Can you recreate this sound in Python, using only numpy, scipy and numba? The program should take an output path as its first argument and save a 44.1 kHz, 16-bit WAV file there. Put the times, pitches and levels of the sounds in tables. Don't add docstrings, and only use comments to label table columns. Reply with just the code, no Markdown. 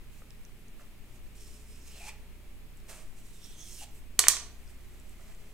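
import sys
import numpy as np
from scipy import signal
from scipy.fft import rfft, irfft, next_fast_len
from scipy.io import wavfile
from scipy.ndimage import uniform_filter1d, minimum_filter1d
from numba import njit

SR = 44100
rng = np.random.default_rng(int(sys.argv[2]) if len(sys.argv) > 2 else 0)


def int16_out(signal):
    q = np.round(np.clip(np.atleast_2d(signal).T, -1, 1) * 32767)
    wavfile.write(sys.argv[1], SR, q.astype(np.int16))


def rack_gain(trim_db):
    fader = np.asarray(trim_db, float)
    return 10 ** (fader / 20)


N = 244086
T = np.arange(N) / SR

# shaft_multiple, level_db (rms)
SHAFT_ORDERS = [(1, -53.5), (2, -61), (3, -65), (4, -70), (5, -73.5), (6, -74)]
# pitch_hz, level_db (rms)
FAN_LINES = [(77.2, -87), (125.8, -73), (213, -71), (251.6, -74), (308.8, -81.5), (361, -77), (425.9, -76),
             (593, -81)]
# pitch_hz, level_db (per Hz)
AIR_SPECTRUM = [(2, 2.5), (13, -2.5), (22, -10), (40, -35), (120, -26), (400, -32), (520, -38.5),
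                (1500, -42), (2400, -37.5), (3300, -42.5), (6000, -49), (7600, -48), (10000, -49),
                (16000, -50)]
# pitch_hz, likeness (0-1)
AIR_LIKENESS = [(8, 0.29), (60, 0.77), (300, 0.67), (1400, 0.53), (3500, 0), (5500, 0), (7800, 0.99),
                (15000, 0.98)]
# peak_s, peak_db, rise_s, fall_s, brightness_db
BRUSHES = [
    (.124, -63, .03, 0.24, 6),
    (.81, -62.5, 0.035, 0.087, -7),
    (1.16, -62.5, .15, 0.037, 0),
    (1.275, -67, .05, .05, -3),
    (2.2, -87, .04, .1, 2),
    (2.896, -46, .025, .17, -2),
    (3.95, -66, .08, 0.12, 14),
    (4.7, -71.5, .08, .08, -6),
    (5.21, -65, 0.018, 0.12, -4.5),
]
# time_s, edge_pressure_db, board_load_db, board_ring_hz
CUTS = [
    [(1.335, -88, -8, 2450), (1.355, -61.5, -8, 2550), (1.41, -56.5, -7, 2900), (1.64, -62.5, -10, 2610),
     (1.8, -62, -2, 2450), (1.835, -59, -7, 2320), (1.94, -58, 3, 2900), (2.09, -45.5, -0.5, 2300),
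     (2.14, -77.5, 12.5, 2300)],
    [(3.12, -92, -7, 2450), (3.17, -63, -8, 2450), (3.33, -60.5, -13, 2680), (3.46, -56.5, -4, 2920),
     (3.55, -60, -3.5, 3020), (3.7, -50.5, -8.5, 3120), (3.79, -47.5, -8, 3000), (3.84, -50, -1.5, 2750),
     (3.875, -82, 0, 2500)],
]
# pitch_hz, width_hz, level_db
EDGE_PEAKS = [(7780, 700, -3), (9000, 810, -3.5), (6200, 1500, -3), (7500, 7000, 0.5)]
# ratio_to_ring, width_hz, level_db
BOARD_PEAKS = [(1, 412, 6.5), (1.15, 2230, 6)]
# pitch_hz, width_hz, level_db
THRUM_PEAKS = [(630, 65, 0), (900, 1400, -14.5), (900, 710, 2.5)]
# pitch_hz, width_hz, level_db
SPRAY_PEAKS = [(11200, 4600, 6), (15000, 6400, 7.5)]
# start_s, end_s, from_hz, to_hz, level_db (above hiss)
SINGING_BANDS = [(1.352, 1.6, 5500, 5400, -7), (1.603, 2.063, 5400, 5150, -8.5),
                 (1.399, 1.78, 9300, 9000, -9), (1.801, 1.92, 6600, 6700, -7.5),
                 (1.97, 2.135, 2600, 2250, -1), (1.948, 2.133, 620, 920, -4), (3.239, 3.72, 3880, 3250, -7),
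                 (3.362, 3.542, 5500, 5800, -5), (3.526, 3.77, 6200, 6550, -3.5),
                 (3.572, 3.805, 5700, 5340, -5.5), (3.778, 3.847, 2770, 2740, -8),
                 (3.805, 3.877, 762, 743, -8), (3.925, 4.123, 8500, 8400, -4)]
# start_s, peak_db
FINGER_TAPS = [(0.2201, -51), (0.494, -62), (0.797, -56), (5.197, -56.5)]
# start_s, peak_db, pitch_hz
DOUGH_TICKS = [(0.3061, -43, 5140), (0.451, -43, 6000), (0.496, -53, 6350), (0.683, -48, 6600),
               (2.7718, -45.5, 7970), (2.778, -51, 7940), (2.802, -49, 7270), (2.8614, -60, 7970),
               (2.87, -53, 8150), (4.527, -47, 6830), (4.546, -48, 7150), (4.677, -48, 5100),
               (4.939, -53, 8000), (4.999, -44.5, 7760), (5.095, -42.5, 7820), (5.1114, -52.5, 8700),
               (5.349, -48, 7350)]
# start_s, blade_db, handle_db, contact_s, brightness_db (per octave)
BOUNCES = [(4.189, -42.5, -44.5, 0.0022, 0), (4.1916, -7.5, -18, 0.0013, -0.5),
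           (4.1942, -13, -25, 0.00094, 5), (4.2015, -15, -26.5, 0.00066, -3.3),
           (4.2398, -45, -21.5, 0.0008, -2), (4.2697, -44, -21, 0.0027, -3.5),
           (4.2833, -5.5, -20, 0.0011, 2.6), (4.2845, -9.5, -27, 0.0008, 1.2),
           (4.2860, -14, -32, 0.0013, 0.5), (4.2893, -23, -34, .0012, -10),
           (4.300, -38.5, -30, 0.0016, 0.5), (4.368, -35, -32, 0.00074, -7)]
# pitch_hz, level_db
CRACK_SPECTRUM = [(200, -58), (1500, -22), (3500, -2.5), (4700, -2.5), (7000, 1), (9500, -1.5),
                  (11000, -5.5), (14000, -14), (16000, -26), (18000, -56)]
# pitch_hz, level_db, t60_s
BLADE_MODES = [(4500, 0.5, 0.016), (5360, 5.5, 0.013), (6140, 11, 0.0073), (7730, -3, 0.048),
               (8400, -16, 0.0074), (9300, 4, 0.024), (11400, -9, 0.019)]
# pitch_hz, level_db, t60_s
HANDLE_MODES = [(483, -11, .02), (741, -9, 0.02), (1165, -1, 0.018), (1520, 0, 0.015), (1890, 10.5, 0.0065),
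                (2334, 13, 0.0049), (2900, -2, 0.0059)]
# pitch_hz, level_db, t60_s
COUNTER_MODES = [(130, 5, 0.044), (207, 4, 0.049), (324, -10.5, .04)]
# pitch_hz, t60_s
KITCHEN_DECAY = [(250, 0.35), (500, 0.68), (1000, 0.46), (2000, 0.41), (4000, 0.41), (8000, .3),
                 (11000, 0.14), (15000, 0.23)]
# pitch_hz, likeness (0-1)
TAIL_LIKENESS = [(300, 0.77), (1000, 1), (2500, 0.48), (5500, 0), (7500, 0.65), (15000, 0.8)]
# pitch_hz, level_db
PORT_SHADING = [(100, -0.5), (700, 0.5), (3500, -1), (5000, -5), (7500, -10), (9000, -4.5), (10500, 5.5),
                (13000, 9), (16000, -9.5)]


def level(x, db):
    return x * rack_gain(db) / np.sqrt(np.mean(x ** 2))


def on_log(table, hz):
    points = np.array(table)
    return np.interp(np.log(hz + 0.00099), np.log(points[:, 0]), points[:, 1])


def shape(x, gain):
    size = next_fast_len(x.shape[-1], True)
    spectrum = rfft(x, size) * gain(np.fft.rfftfreq(size, 1 / SR))
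    return irfft(spectrum, size)[..., :x.shape[-1]]


def low_cut(hz, cutoff_hz, power):
    return 1 / np.sqrt(1 + (cutoff_hz / (hz + 1e-3)) ** power)


@njit
def svf(x, hz, width):
    y, band, low = np.empty(len(x)), 0., 0.
    for i in range(len(x)):
        g, k = np.tan(np.pi * hz[i] / SR), width / hz[i]
        v = (band + g * (x[i] - low)) / (1 + g * (g + k))
        band, low, y[i] = 2 * v - band, low + 2 * g * v, k * v
    return y


def walk(rate):
    hold = int(SR / rate)
    steps = np.repeat(rng.standard_normal(N // hold + 1), hold)
    return 1.03 * uniform_filter1d(uniform_filter1d(steps, hold), hold)[:N]


def pair(size, likeness):
    like = lambda hz: np.clip(on_log(likeness, hz), 0, 1)
    mid = shape(rng.standard_normal(size), lambda hz: np.sqrt(1 + like(hz)))
    side = shape(rng.standard_normal(size), lambda hz: np.sqrt(1 - like(hz)))
    return np.array([mid + side, mid - side])


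def ring(modes, contact_s, tilt_db=0., soft_s=1e-6):
    t = T[:SR // 8]
    body = np.zeros(len(t))
    for hz, db, t60 in modes:
        chance_level, chance_pitch = rng.standard_normal(2)
        gain = rack_gain(db + 4.4 * chance_level + tilt_db * np.log2(hz / 6000))
        body += gain * np.sin(2 * np.pi * hz * (1 + 0.022 * chance_pitch) * t) * 1000. ** (-t / t60)
    touch = rng.standard_normal(256) * np.exp(-T[:256] / contact_s * 2)
    touch[0] = 3
    out = signal.fftconvolve(body * np.clip(t / soft_s, 0, 1), touch)
    return out / np.abs(out).max()


def add(track, sound, s):
    i = int(s * SR)
    track[i:i + len(sound)] += sound[:N - i]


def fridge():
    shaft_hz, mains_hz, mains_db = 29.885, 60.16, -62
    t = T - 1.95
    out = rack_gain(mains_db) * np.cos(2 * np.pi * mains_hz * t)
    for k, db in SHAFT_ORDERS:
        out += rack_gain(db + 0.94 * walk(1.78)) * np.cos(2 * np.pi * k * shaft_hz * t + k * k - 4)
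    for hz, db in FAN_LINES:
        out += rack_gain(db + 2.93 * walk(5)) * np.cos(2 * np.pi * hz * t + 1.52 * walk(5.0))
    return np.sqrt(.5) * out * rack_gain(np.array([[-.8], [.8]]))


def air():
    noise = pair(N, AIR_LIKENESS)
    return level(shape(noise, lambda hz: rack_gain(on_log(AIR_SPECTRUM, hz))), -53)


def gestures():
    s, *columns = np.transpose(np.vstack(CUTS))
    press_db, load_db, ring_hz = (np.interp(T, s, column) for column in columns)
    thrum_db = -11 + 1.44 * load_db
    spray_db = -15 + 0.3 * (press_db + 52)
    gains = rack_gain(press_db + np.array([0 * T, load_db, thrum_db, spray_db]))
    for s, db, rise_s, fall_s, bright_db in BRUSHES:
        outline = rack_gain(db - 20 * np.maximum((s - T) / rise_s, (T - s) / fall_s))
        gains = gains + outline * rack_gain(np.array([[0], [-5], [-3.5 - bright_db], [-10.5 + bright_db]]))
    knead_s, knead_rise_s, knead_db, knead_ring_hz = 4.5, 0.1, -71, 2050
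    knead = np.clip((T - knead_s) / knead_rise_s, 0, 1) * rack_gain(knead_db + 0.7 * walk(6.32))
    gains = gains + knead * rack_gain(np.array([[0], [0], [0.5], [-4.5]]))
    return gains, np.where(T > knead_s, knead_ring_hz, ring_hz)


def sing(slips):
    out = np.zeros(N)
    for start, end, from_hz, to_hz, db in SINGING_BANDS:
        width = 0.97 * (160 + 0.055 * from_hz)
        part = np.roll(slips, rng.integers(N))[:int((end - start) * SR)]
        glide = np.linspace(from_hz, to_hz, len(part))
        centre = glide * (1 + 0.025 * walk(25)[:len(part)])
        band = level(svf(svf(part, centre, width), centre, width), db)
        add(out, band * signal.windows.tukey(len(part), .4), start)
    return out * rack_gain(3.1 * walk(30))


def slip_body(slips, peaks, scale=0.95):
    wander, flicker_db = 0.041, 1
    centres = [hz * scale * (1 + wander * walk(5.865)) for hz, _, _ in peaks]
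    out = np.zeros(N)
    for centre, (_, width, db) in zip(centres, peaks):
        gain = rack_gain(db + flicker_db * walk(24.89)) / np.sqrt(width)
        own_slips = np.roll(slips, rng.integers(N))
        out += gain * svf(svf(own_slips, centre, 3.3 * width), centre, 2.17 * width)
    return level(out, 0)


def rubbing():
    slip_rate_hz, scatter_db, judder_db = 9000, 2.0, 2
    (hiss, board, thrum, spray), ring_hz = gestures()
    slips = (rng.random(N) < slip_rate_hz / SR) * rng.standard_normal(N)
    slips = slips * rack_gain(scatter_db * rng.exponential(size=N))
    out = hiss * (slip_body(slips, EDGE_PEAKS, 0.97) + sing(slips))
    out += board * slip_body(slips, BOARD_PEAKS, ring_hz)
    out += thrum * slip_body(slips, THRUM_PEAKS)
    out += spray * slip_body(slips, SPRAY_PEAKS)
    return rack_gain(-9.5 + judder_db * walk(45)) * out


def fingers():
    out = np.zeros(N)
    tap_modes = [(564, -0.5, 0.014), (1210, -2.0, 0.012), (1610, -9.0, 0.0073)]  # pitch_hz, level_db, t60_s
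    for s, db in FINGER_TAPS:
        add(out, rack_gain(db + 2.2) * ring(tap_modes, 0.00052, soft_s=0.00033), s)
    for s, db, hz in DOUGH_TICKS:
        modes = [(hz, 0, .004), (1.5 * hz, -5, .003), (1.7 * hz, -9, .002), (0.74 * hz, -8, .003)]
        add(out, rack_gain(db - 7) * ring(modes, 0.0001, soft_s=0.00019), s)
    return out


def crack(contact_s, tilt_db):
    lead_s = .001
    t = T[:1024] - lead_s
    outline = (t > 0) * np.exp(-(np.maximum(t, contact_s) / contact_s - 1) * 2)
    burst = rng.standard_normal(len(t))
    for _ in range(4):
        even = burst / (uniform_filter1d(np.abs(burst), size=21) + 1e-9)
        spread = rfft(even * outline)
        burst = irfft(spread / np.abs(spread))
    colour = lambda hz: rack_gain(on_log(CRACK_SPECTRUM, hz) + tilt_db * np.log2(hz / 6000 + .2))
    out = shape(burst * np.sqrt(outline), colour)[int(lead_s * SR) - 8:]
    return out / np.abs(out).max()


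def knife_drop(bounces):
    out = np.zeros(N)
    for s, blade_db, handle_db, contact_s, tilt_db in bounces:
        add(out, rack_gain(blade_db) * crack(contact_s, tilt_db), s)
        add(out, rack_gain(blade_db - 7.5) * ring(BLADE_MODES, contact_s / 2, tilt_db), s)
        add(out, rack_gain(handle_db) * ring(HANDLE_MODES, contact_s / 4, soft_s=0.00033), s)
    return out


def thud():
    out = np.zeros(N)
    add(out, rack_gain(-42) * ring(COUNTER_MODES, .001), 4.284)
    return out


def housing(x):
    scatter_db, scatter_s, low_hz = -9.5, 0.0026, 1900
    scatter = rng.standard_normal(256) * np.exp(-T[:256] / scatter_s)
    scatter = scatter * rack_gain(scatter_db) / np.sqrt(np.sum(scatter ** 2))
    treble = shape(x, lambda hz: low_cut(hz, low_hz, 4))
    side = signal.fftconvolve(treble, scatter)[:N]
    return np.array([x + side, x - side])


def kitchen(x):
    tail_db, gap_s = -8, 0.0062
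    t = T[:SR // 2]
    tail = 0
    for hz in 250 * 2 ** np.arange(0, 6.1, .5):
        half_octave = lambda f: np.exp(-(np.log2(f / hz + 1e-9) / 0.42) ** 2)
        band = shape(pair(len(t), TAIL_LIKENESS), half_octave)
        tail = tail + band * 1000. ** (-t / on_log(KITCHEN_DECAY, hz))
    tail = tail * np.clip(t / gap_s - .3, 0, 1)
    tail = tail * rack_gain(tail_db) / np.sqrt(np.sum(tail ** 2) / 2)
    return signal.fftconvolve(x[None], tail, axes=1)[:, :N]


def scene():
    near = rubbing() + fingers()
    odd_bounces, even_bounces = knife_drop(BOUNCES[::2]), knife_drop(BOUNCES[1::2])
    direct = housing(near + odd_bounces + even_bounces)
    left, right = direct + kitchen(rack_gain(-2) * near + odd_bounces) + kitchen(even_bounces)
    left_lag, lag_top_hz = 2, 5500
    late = lambda hz: np.exp(-2j * np.pi * hz * left_lag / SR / (1 + (hz / lag_top_hz) ** 6))
    thin = lambda hz: low_cut(hz, 400, 6)
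    left = shape(left, lambda hz: late(hz) * thin(hz) * rack_gain(on_log(PORT_SHADING, hz) / 2))
    right = shape(right, lambda hz: thin(hz) * rack_gain(-on_log(PORT_SHADING, hz) / 2))
    return np.array([left, right]) + thud() + fridge() + air()


def roll_off(x):
    return signal.sosfilt(signal.butter(12, 15980, fs=SR, output="sos"), x)


def record(dry):
    duck_share, release_s, top_hz = 0.7, 0.01, 15750
    excess = 1 - np.minimum(1, duck_share / (np.abs(dry).max(axis=0) + 1e-9))
    held = -uniform_filter1d(minimum_filter1d(-excess, size=301), size=101)
    keep = np.exp(-1 / (release_s * SR))
    gain = 1 - np.maximum(held, signal.lfilter([1 - keep], [1, -keep], held))
    band = shape(2 * dry * gain, lambda hz: 1 / np.sqrt(1 + (hz / top_hz) ** 120))
    return roll_off(np.clip(band, -1, 1))


dry = scene()
out = record(dry)
int16_out(out)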